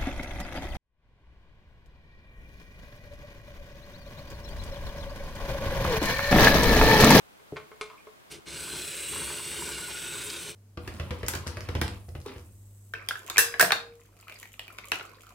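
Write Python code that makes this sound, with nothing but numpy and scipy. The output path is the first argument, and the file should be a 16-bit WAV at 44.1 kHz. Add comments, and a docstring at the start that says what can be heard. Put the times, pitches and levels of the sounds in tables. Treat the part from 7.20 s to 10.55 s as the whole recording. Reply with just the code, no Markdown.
"""On a wooden table in a small quiet room, the microphone close by: faint room tone lies under everything.
First come a few plastic clicks, with a dull double bump on the table among them and two soft scuffs.
After a second the gear motor of a model excavator gives one short twitch, then runs for two seconds:
gear teeth rattle and brushes sizzle as dense tiny impacts, the chassis drones in its resonances,
housing resonances whine and fade, and the turntable ticks and gears snap as filtered noise bursts."""
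import sys
import numpy as np
from scipy import signal
from scipy.fft import rfft, irfft, next_fast_len
from scipy.io import wavfile
from scipy.ndimage import map_coordinates

SR = 44100
rng = np.random.default_rng(int(sys.argv[2]) if len(sys.argv) > 2 else 0)


def persist_wave(psi):
    """Save psi, clipped to +-1, as 16-bit WAV."""
    counts = np.round(np.clip(psi, -1, 1) * 32767).astype(np.int16)
    wavfile.write(sys.argv[1], SR, np.atleast_2d(counts).T)


N = 147735  # length in samples


def amp(db):
    """Decibels to gain."""
    return 10 ** (np.asarray(db) / 20)


def unit(x):
    """Scale to rms 1."""
    return x / np.sqrt(np.mean(x ** 2) + 1e-20)


def along(points, hz):
    """Interpolate (f, value) points on a logarithmic frequency axis."""
    f, value = np.transpose(points)
    return np.interp(np.log(hz + 1), np.log(f + 1), value)


def gains(rows):
    """One gain per sample for each dB column, next to silent outside the rows."""
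    s, *columns = np.transpose(rows)
    t = np.arange(N) / SR
    return np.array([amp(np.interp(t, s, db, left=-120, right=min(db[-1], -90))) for db in columns])


def wobble(rate):
    """A smooth random curve through rate random knots a second."""
    knots = rng.standard_normal(int(N * rate / SR) + 4)
    return map_coordinates(knots, [np.arange(N) * rate / SR])


def since(s):
    """Seconds since s, zero before."""
    return np.maximum(np.arange(N) / SR - s, 0)


def burst(s, rise, t60):
    """An envelope that rises at s and dies away by 60 dB in t60 seconds."""
    return (1 - np.exp(-since(s) / rise)) * amp(-60 * since(s) / t60)


def filtered(x, response):
    """Multiply the spectrum of x by a response of frequency."""
    m = next_fast_len(N + SR // 2)  # spare length keeps the filter from wrapping round
    return irfft(rfft(x, m) * response(np.fft.rfftfreq(m, 1 / SR)), m)[..., :N]


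def resonances(rows):
    """The summed response of (f, width, dB) resonances with alternating sign."""
    def response(f):
        total = 0
        for k, (centre, width, db) in enumerate(rows):
            damping = 1j * f * width
            total = total + (-1) ** k * amp(db) * damping / (centre * centre - f * f + damping)
        return total
    return response


def colour(points):
    """The response of (f, dB) points."""
    return lambda hz: amp(along(points, hz))


# left-right likeness of the close sources: f/Hz, likeness (-1 to 1)
SOURCE_LIKENESS = [(60,0.8),(700,0.94),(2500,0.92),(6000,0.96),(9000,0.87),(11500,-0.36)]


def stereo(pair, response, likeness=SOURCE_LIKENESS):
    """Two unrelated drives, mixed as middle and side, become a coloured left and right of rms 1."""
    def mid_side(hz):
        angle = np.arccos(np.clip(along(likeness, hz), -1, 1)) / 2
        return response(hz) * np.array([np.cos(angle), np.sin(angle)])
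    mid, side = filtered(pair, mid_side)
    return unit(np.array([mid + side, mid - side]))


def noise(response, likeness=SOURCE_LIKENESS):
    """Coloured stereo noise of rms 1."""
    return stereo(rng.standard_normal((2, N)), response, likeness)


def band(hz, width):
    """Stereo noise of rms 1 in one resonance, squared for steep skirts."""
    return noise(lambda f: resonances([(hz, width, 0)])(f) ** 2)


# spectrum of the quiet room: f/Hz, relative level/dB per Hz
ROOM_TONE_COLOUR = [(20,-14),(55,-3),(450,-0.5),(1100,-3),(3300,-11),(5500,-17),(15500,-21)]
# left-right likeness of the room tone: f/Hz, likeness (-1 to 1)
ROOM_TONE_LIKENESS = [(1600,-0.51),(8000,-0.068)]
ROOM_TONE_DB = -55


def room_tone():
    """The steady hush of the place: wide, coloured noise."""
    return amp(ROOM_TONE_DB) * noise(colour(ROOM_TONE_COLOUR), ROOM_TONE_LIKENESS)


# decay of the small room: f/Hz, t60/s
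ROOM_DECAY = [(100,0.38),(4000,0.32),(14000,0.18)]
ROOM_SIDE = 0.47  # width of the tail: side over middle


def room(x):
    """A short diffuse tail of decaying noise, partly different at left and right."""
    hz, t, z = signal.stft(rng.standard_normal((2, SR // 2)), SR, nperseg=256)
    decay = amp(-60 * t / along(ROOM_DECAY, hz)[:, None])
    mid, side = signal.istft(z * decay, SR, nperseg=256)[1]
    tail = np.array([mid + ROOM_SIDE * side, mid - ROOM_SIDE * side]) / np.linalg.norm(mid)
    delayed = np.pad(tail, ((0, 0), (SR // 200, 0)))  # the tail starts 5 ms after the direct sound
    return signal.fftconvolve(x, delayed, axes=1)[:, :N]


def ring(modes, t):
    """Damped modes of a struck body, a little different at each blow."""
    total = 0
    for k, (hz, db, t60) in enumerate(modes):
        decay = amp(db + rng.uniform(-2.1, 1) - 60 * t / t60)
        total = total + decay * np.sin(2 * np.pi * (hz + rng.normal(0, 2.5)) * t) * (-1) ** k
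    return total


# the two knocks of the soft bump: t/s, level/dB
BUMP_KNOCKS = [(0.3231,-32),(.333,-38)]
# modes of the wooden table, before a small scatter: f/Hz, relative level/dB, t60/s
TABLE_MODES = [(76,-22,0.26),(151,-2.5,0.16),(252,6.5,0.017),(323,7.5,0.021),(437,-1.5,0.12),(610,2,0.014)]


def bump():
    """A dull double knock rings the modes of the table, equal at left and right."""
    knocks = sum(amp(db) * ring(TABLE_MODES, since(s)) for s, db in BUMP_KNOCKS)
    return knocks * np.ones((2, 1))


# soft scuffs of loose parts: t/s, level/dB, f/Hz, t60/s
SCUFF_EVENTS = [(.70,-46,1090,0.24),(.774,-46.5,2420,.1)]
SCUFF_RISE_S, SCUFF_WIDTH_HZ = .006, 260  # width of the resonance before it is squared


def scuffs():
    """Loose parts settle and rub, each stirring one resonance of the plastic."""
    return sum(amp(db) * burst(s, SCUFF_RISE_S, t60) * band(hz, SCUFF_WIDTH_HZ)
               for s, db, hz, t60 in SCUFF_EVENTS)


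# plastic clicks: t/s, relative level/dB, dull above f/Hz
CLICK_EVENTS = [(0.197,-53.5,2200),(0.3607,-40,3020),(0.3665,-30,2660),(0.516,-40,1630),(.611,-28.5,7450),(.699,-44,4020),(.869,-35.5,826)]
# modes of the plastic, before a small scatter: f/Hz, relative level/dB, t60/s
PLASTIC_MODES = [(429.5,0,0.2),(631,-12.5,0.19),(1075,2,0.078),(1155,-10,0.18),(1274,-1,.065),(1510,-2,0.045),(2137,3.5,0.062),(2360,3,0.047),(2680,3,0.026),(3260,-10.5,0.06),(4100,2,0.024),(4800,0,0.032)]
# spectrum of the crack and rattle: f/Hz, relative level/dB
CLICK_NOISE_COLOUR = [(200,-19),(400,-4),(1300,-1),(2200,-6.5),(3500,-3.5),(5500,-10),(8000,-7.5),(10500,-5),(12000,-25)]
PLASTIC_DB = -8.0
CRACK_DB, CRACK_T60 = -6.5, 0.017  # t60 in s
RATTLE_DB, RATTLE_T60 = -8.5, 0.12
RATTLE_JOLTS_HZ, RATTLE_JOLTS_DB = 247, 3.5  # knots a second and depth of the uneven rattle
CONTACT_CYCLES = 0.68  # build-up time constant of a contact, in cycles of its dull-above frequency


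def clicks():
    """Each click cracks, rattles and rings the plastic; soft contacts are duller and build up slower."""
    out = np.zeros((2, N + SR))
    t = np.arange(SR // 3) / SR
    grit = noise(colour(CLICK_NOISE_COLOUR))
    for s, db, dull_hz in CLICK_EVENTS:
        at = round(s * SR)
        jolts_db = RATTLE_JOLTS_DB * wobble(RATTLE_JOLTS_HZ)[:len(t)]
        crack = amp(CRACK_DB - 60 * t / CRACK_T60)
        rattle = amp(RATTLE_DB + jolts_db - 60 * t / RATTLE_T60)
        noisy = grit[:, at:at + len(t)] * (crack + rattle)
        build_up = 1 - np.exp(-t * dull_hz / CONTACT_CYCLES)
        struck = (amp(PLASTIC_DB) * ring(PLASTIC_MODES, t) + noisy) * build_up
        soft = signal.butter(2, min(dull_hz, SR / 3), fs=SR, output="sos")
        out[:, at:at + len(t)] += amp(db) * signal.sosfilt(soft, struck)
    return out[:, :N]


# turntable ticks: t/s, relative level/dB
TICK_EVENTS = [(1.472,-48),(1.534,-50),(1.554,-53),(1.931,-42.5),(1.958,-39),(2.016,-42.5),(2.074,-43),(2.102,-41),(2.192,-43),(2.34,-48),(2.389,-48),(2.418,-42.5),(2.483,-44),(2.582,-43.5),(2.68,-46.5),(2.846,-53),(2.951,-46),(3.001,-49)]
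# hollow spectrum of a tick: f/Hz, relative level/dB
TICK_SPECTRUM = [(500,-17),(800,-5.5),(950,16),(1200,7.5),(1550,5.5),(4000,-17)]
TICK_DB = 5.5  # added to every tick
TICK_RISE_S, TICK_T60 = 0.0024, 0.087  # both in s


def turntable():
    """Short hollow ticks of noise as the ring gear catches and slips."""
    envelope = sum(amp(db + TICK_DB) * burst(s, TICK_RISE_S, TICK_T60) for s, db in TICK_EVENTS)
    return envelope * noise(colour(TICK_SPECTRUM))


# bright snaps in the gear train: t/s, level/dB, centre f/Hz
SNAP_EVENTS = [(1.117,-42,10000),(1.932,-37,3150),(2.315,-33,2400),(3.099,-30,4300)]
SNAP_T60 = .05  # s


def snaps():
    """Bright, broad snaps of noise as the gears take up their play."""
    return sum(amp(db) * burst(s, TICK_RISE_S, SNAP_T60) * band(hz, hz) for s, db, hz in SNAP_EVENTS)


# housing resonances swinging towards the microphone and away again as the model turns:
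# centre t/s, half length/s, f/Hz, relative level/dB
HOUSING_RINGS = [(1.444,0.24,1524,-59),(1.678,0.28,4060,-50.5),(1.94,0.12,8370,-43),(1.994,0.065,9280,-46),(2.0,0.16,7800,-52),(2.27,0.54,2823,-49),(2.78,0.3,1448,-47),(3.056,0.19,3710,-47)]
RING_WIDTH_HZ, RING_WIDTH_SHARE = 40, 0.014  # fixed width plus a share of f, before squaring
FLUTTER_HZ, FLUTTER_DB = 36.12, 1.5  # knots a second and depth of the random flutter


def housing():
    """Each resonance of the housing whines and flutters for a while, then turns away."""
    t = np.arange(N) / SR
    total = 0
    for s, length, hz, db in HOUSING_RINGS:
        facing = np.exp(-((t - s) / length) ** 4 / 2)
        flutter = unit(amp(FLUTTER_DB * wobble(FLUTTER_HZ)))
        whine = band(hz, RING_WIDTH_HZ + RING_WIDTH_SHARE * hz)
        total = total + amp(db) * facing * flutter * whine
    return total


TEETH_PER_S, TOOTH_SCATTER_DB = 3400, 2.5  # mean rate of the tiny impacts, spread of their size


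def contacts(rub):
    """Dense tiny impacts of uneven size at random moments over a bed of rubbing noise."""
    hit = rng.random((2, N)) < TEETH_PER_S / SR
    size = amp(TOOTH_SCATTER_DB * rng.standard_normal((2, N))) * rng.choice([-1, 1], (2, N))
    return unit(hit * size) + rub * rng.standard_normal((2, N))


SHIFT_DB, SHIFT_S = 3, 0.19  # peaks and dips stay within twice SHIFT_DB; one change spans about twice SHIFT_S seconds


def shifting(pair):
    """Narrow peaks and dips that slowly come and go as the sound paths change."""
    z = signal.stft(pair, nperseg=1024)[2]
    over_pitch = signal.get_window("hann", 6)
    over_time = signal.get_window("hann", int(SHIFT_S * SR / 256))
    smooth = np.outer(over_pitch, over_time)
    field = signal.fftconvolve(rng.standard_normal(z.shape[1:]), smooth, "same")
    change = amp(SHIFT_DB * 2 * np.tanh(unit(field) / 2))
    return signal.istft(z * change, nperseg=1024)[1][:, :N]


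# motor running: t/s, then relative level/dB of gear rattle, brush sizzle, chassis drone
RUN_LEVELS = [(1.257,-57.5,-60,-62),(1.285,-43,-52.5,-48),(1.40,-44,-44,-53),(1.55,-41.5,-42.5,-45),(1.7,-43.5,-42,-52.5),(1.82,-42.5,-41.5,-53.5),(1.98,-42,-39.5,-45),(2.25,-42.5,-42.5,-52),(2.44,-41,-40.5,-44.5),(2.56,-42,-43.5,-50),(2.82,-43,-44,-52),(3.05,-42,-42,-48.5),(3.31,-44,-46,-52),(3.35,-60,-67,-61)]
# the short twitch before it: same columns
TWITCH_LEVELS = [(1.096,-70,-87,-73),(1.106,-51,-57.5,-61),(1.12,-45,-50.5,-53),(1.163,-52,-60,-53),(1.2,-67,-72,-55)]
# spectrum of the gear housing: f/Hz, relative level/dB per Hz
GEAR_COLOUR = [(300,-22),(560,1),(740,-12),(950,-4),(1250,-6.5),(1500,3.5),(1800,-4.5),(2400,2.5),(3300,1.5),(4200,-0.5),(4900,-3.5),(5600,-2),(6800,-6.5),(8000,-16),(12000,-35)]
# spectrum of the brushes: f/Hz, relative level/dB per Hz
BRUSH_COLOUR = [(5000,-30),(7000,-12.5),(7800,0),(8600,-1.5),(9600,-3.5),(10050,-7.5),(10700,-6),(11300,-18),(11700,-8.5),(13300,-11),(15800,-15.5)]
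# resonances of the chassis on the table: f/Hz, width/Hz, relative level/dB
CHASSIS_MODES = [(65.9,5.9,-0.5),(106,22,-7),(119.7,5.7,-3),(154,17,-2.5),(285,79,-10.5),(349.4,15,2.5),(422.7,17,-1.5)]
SHAFT_HZ, SHAFT_WANDER, SHAFT_DEPTH = 136.6, 0.0346, 0.073  # nominal rate, share of rate, share of level
WHEEL_HZ, WHEEL_DEPTH = 33, 0.076  # first gear wheel, sharing the wander of the shaft
GEAR_DB, BRUSH_DB, DRONE_DB = 1.24, 2.5, 1.5  # trims added to the level columns


def motor():
    """Gears, brushes and chassis, pulsing with the shaft and the first gear wheel."""
    gear, brush, drone = gains(RUN_LEVELS) + gains(TWITCH_LEVELS)
    turning = 2 * np.pi * np.cumsum(1 + SHAFT_WANDER * wobble(4)) / SR
    shaft = 1 + SHAFT_DEPTH * np.cos(SHAFT_HZ * turning)
    wheel = 1 + WHEEL_DEPTH * np.cos(WHEEL_HZ * turning)
    load = shaft * wheel
    teeth = contacts(rub=0.65) * load * amp(1.0 * wobble(45))
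    sparks = contacts(rub=0.94) * load * amp(0.89 * wobble(60))

    def chassis(f):
        return resonances(CHASSIS_MODES)(f) / (1 + (45 / (f + 1)) ** 6)  # little below 45 Hz

    rattle = amp(GEAR_DB) * gear * stereo(shifting(teeth), colour(GEAR_COLOUR))
    sizzle = amp(BRUSH_DB) * brush * stereo(shifting(sparks), colour(BRUSH_COLOUR))
    hum = amp(DRONE_DB) * drone * stereo(teeth, chassis)
    whine = gear / gear.max() * load * housing()
    return rattle + sizzle + hum + whine


CLICK_ROOM_DB, MOTOR_ROOM_DB = -9, -14.5  # sends to the room tail


def scene():
    """Handling, then the running model, with their room tail over the room tone."""
    handling = clicks() + scuffs() + bump()
    machine = motor() + turntable() + snaps()
    wet = room(amp(CLICK_ROOM_DB) * handling + amp(MOTOR_ROOM_DB) * machine)
    return handling + machine + wet + room_tone()


BASS_LEFT_DB = 2  # raises the left bass and lowers the right by as much
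TOP_HZ = 15850


def record(dry):
    """At the microphone the bass leans left, and nothing is kept above the band limit."""
    def response(hz):
        lean_db = np.array([[1], [-1]]) * BASS_LEFT_DB / (1 + (hz / 250) ** 4)
        return amp(lean_db) * (hz < TOP_HZ)
    return filtered(dry, response)


dry = scene()
out = record(dry)
persist_wave(out)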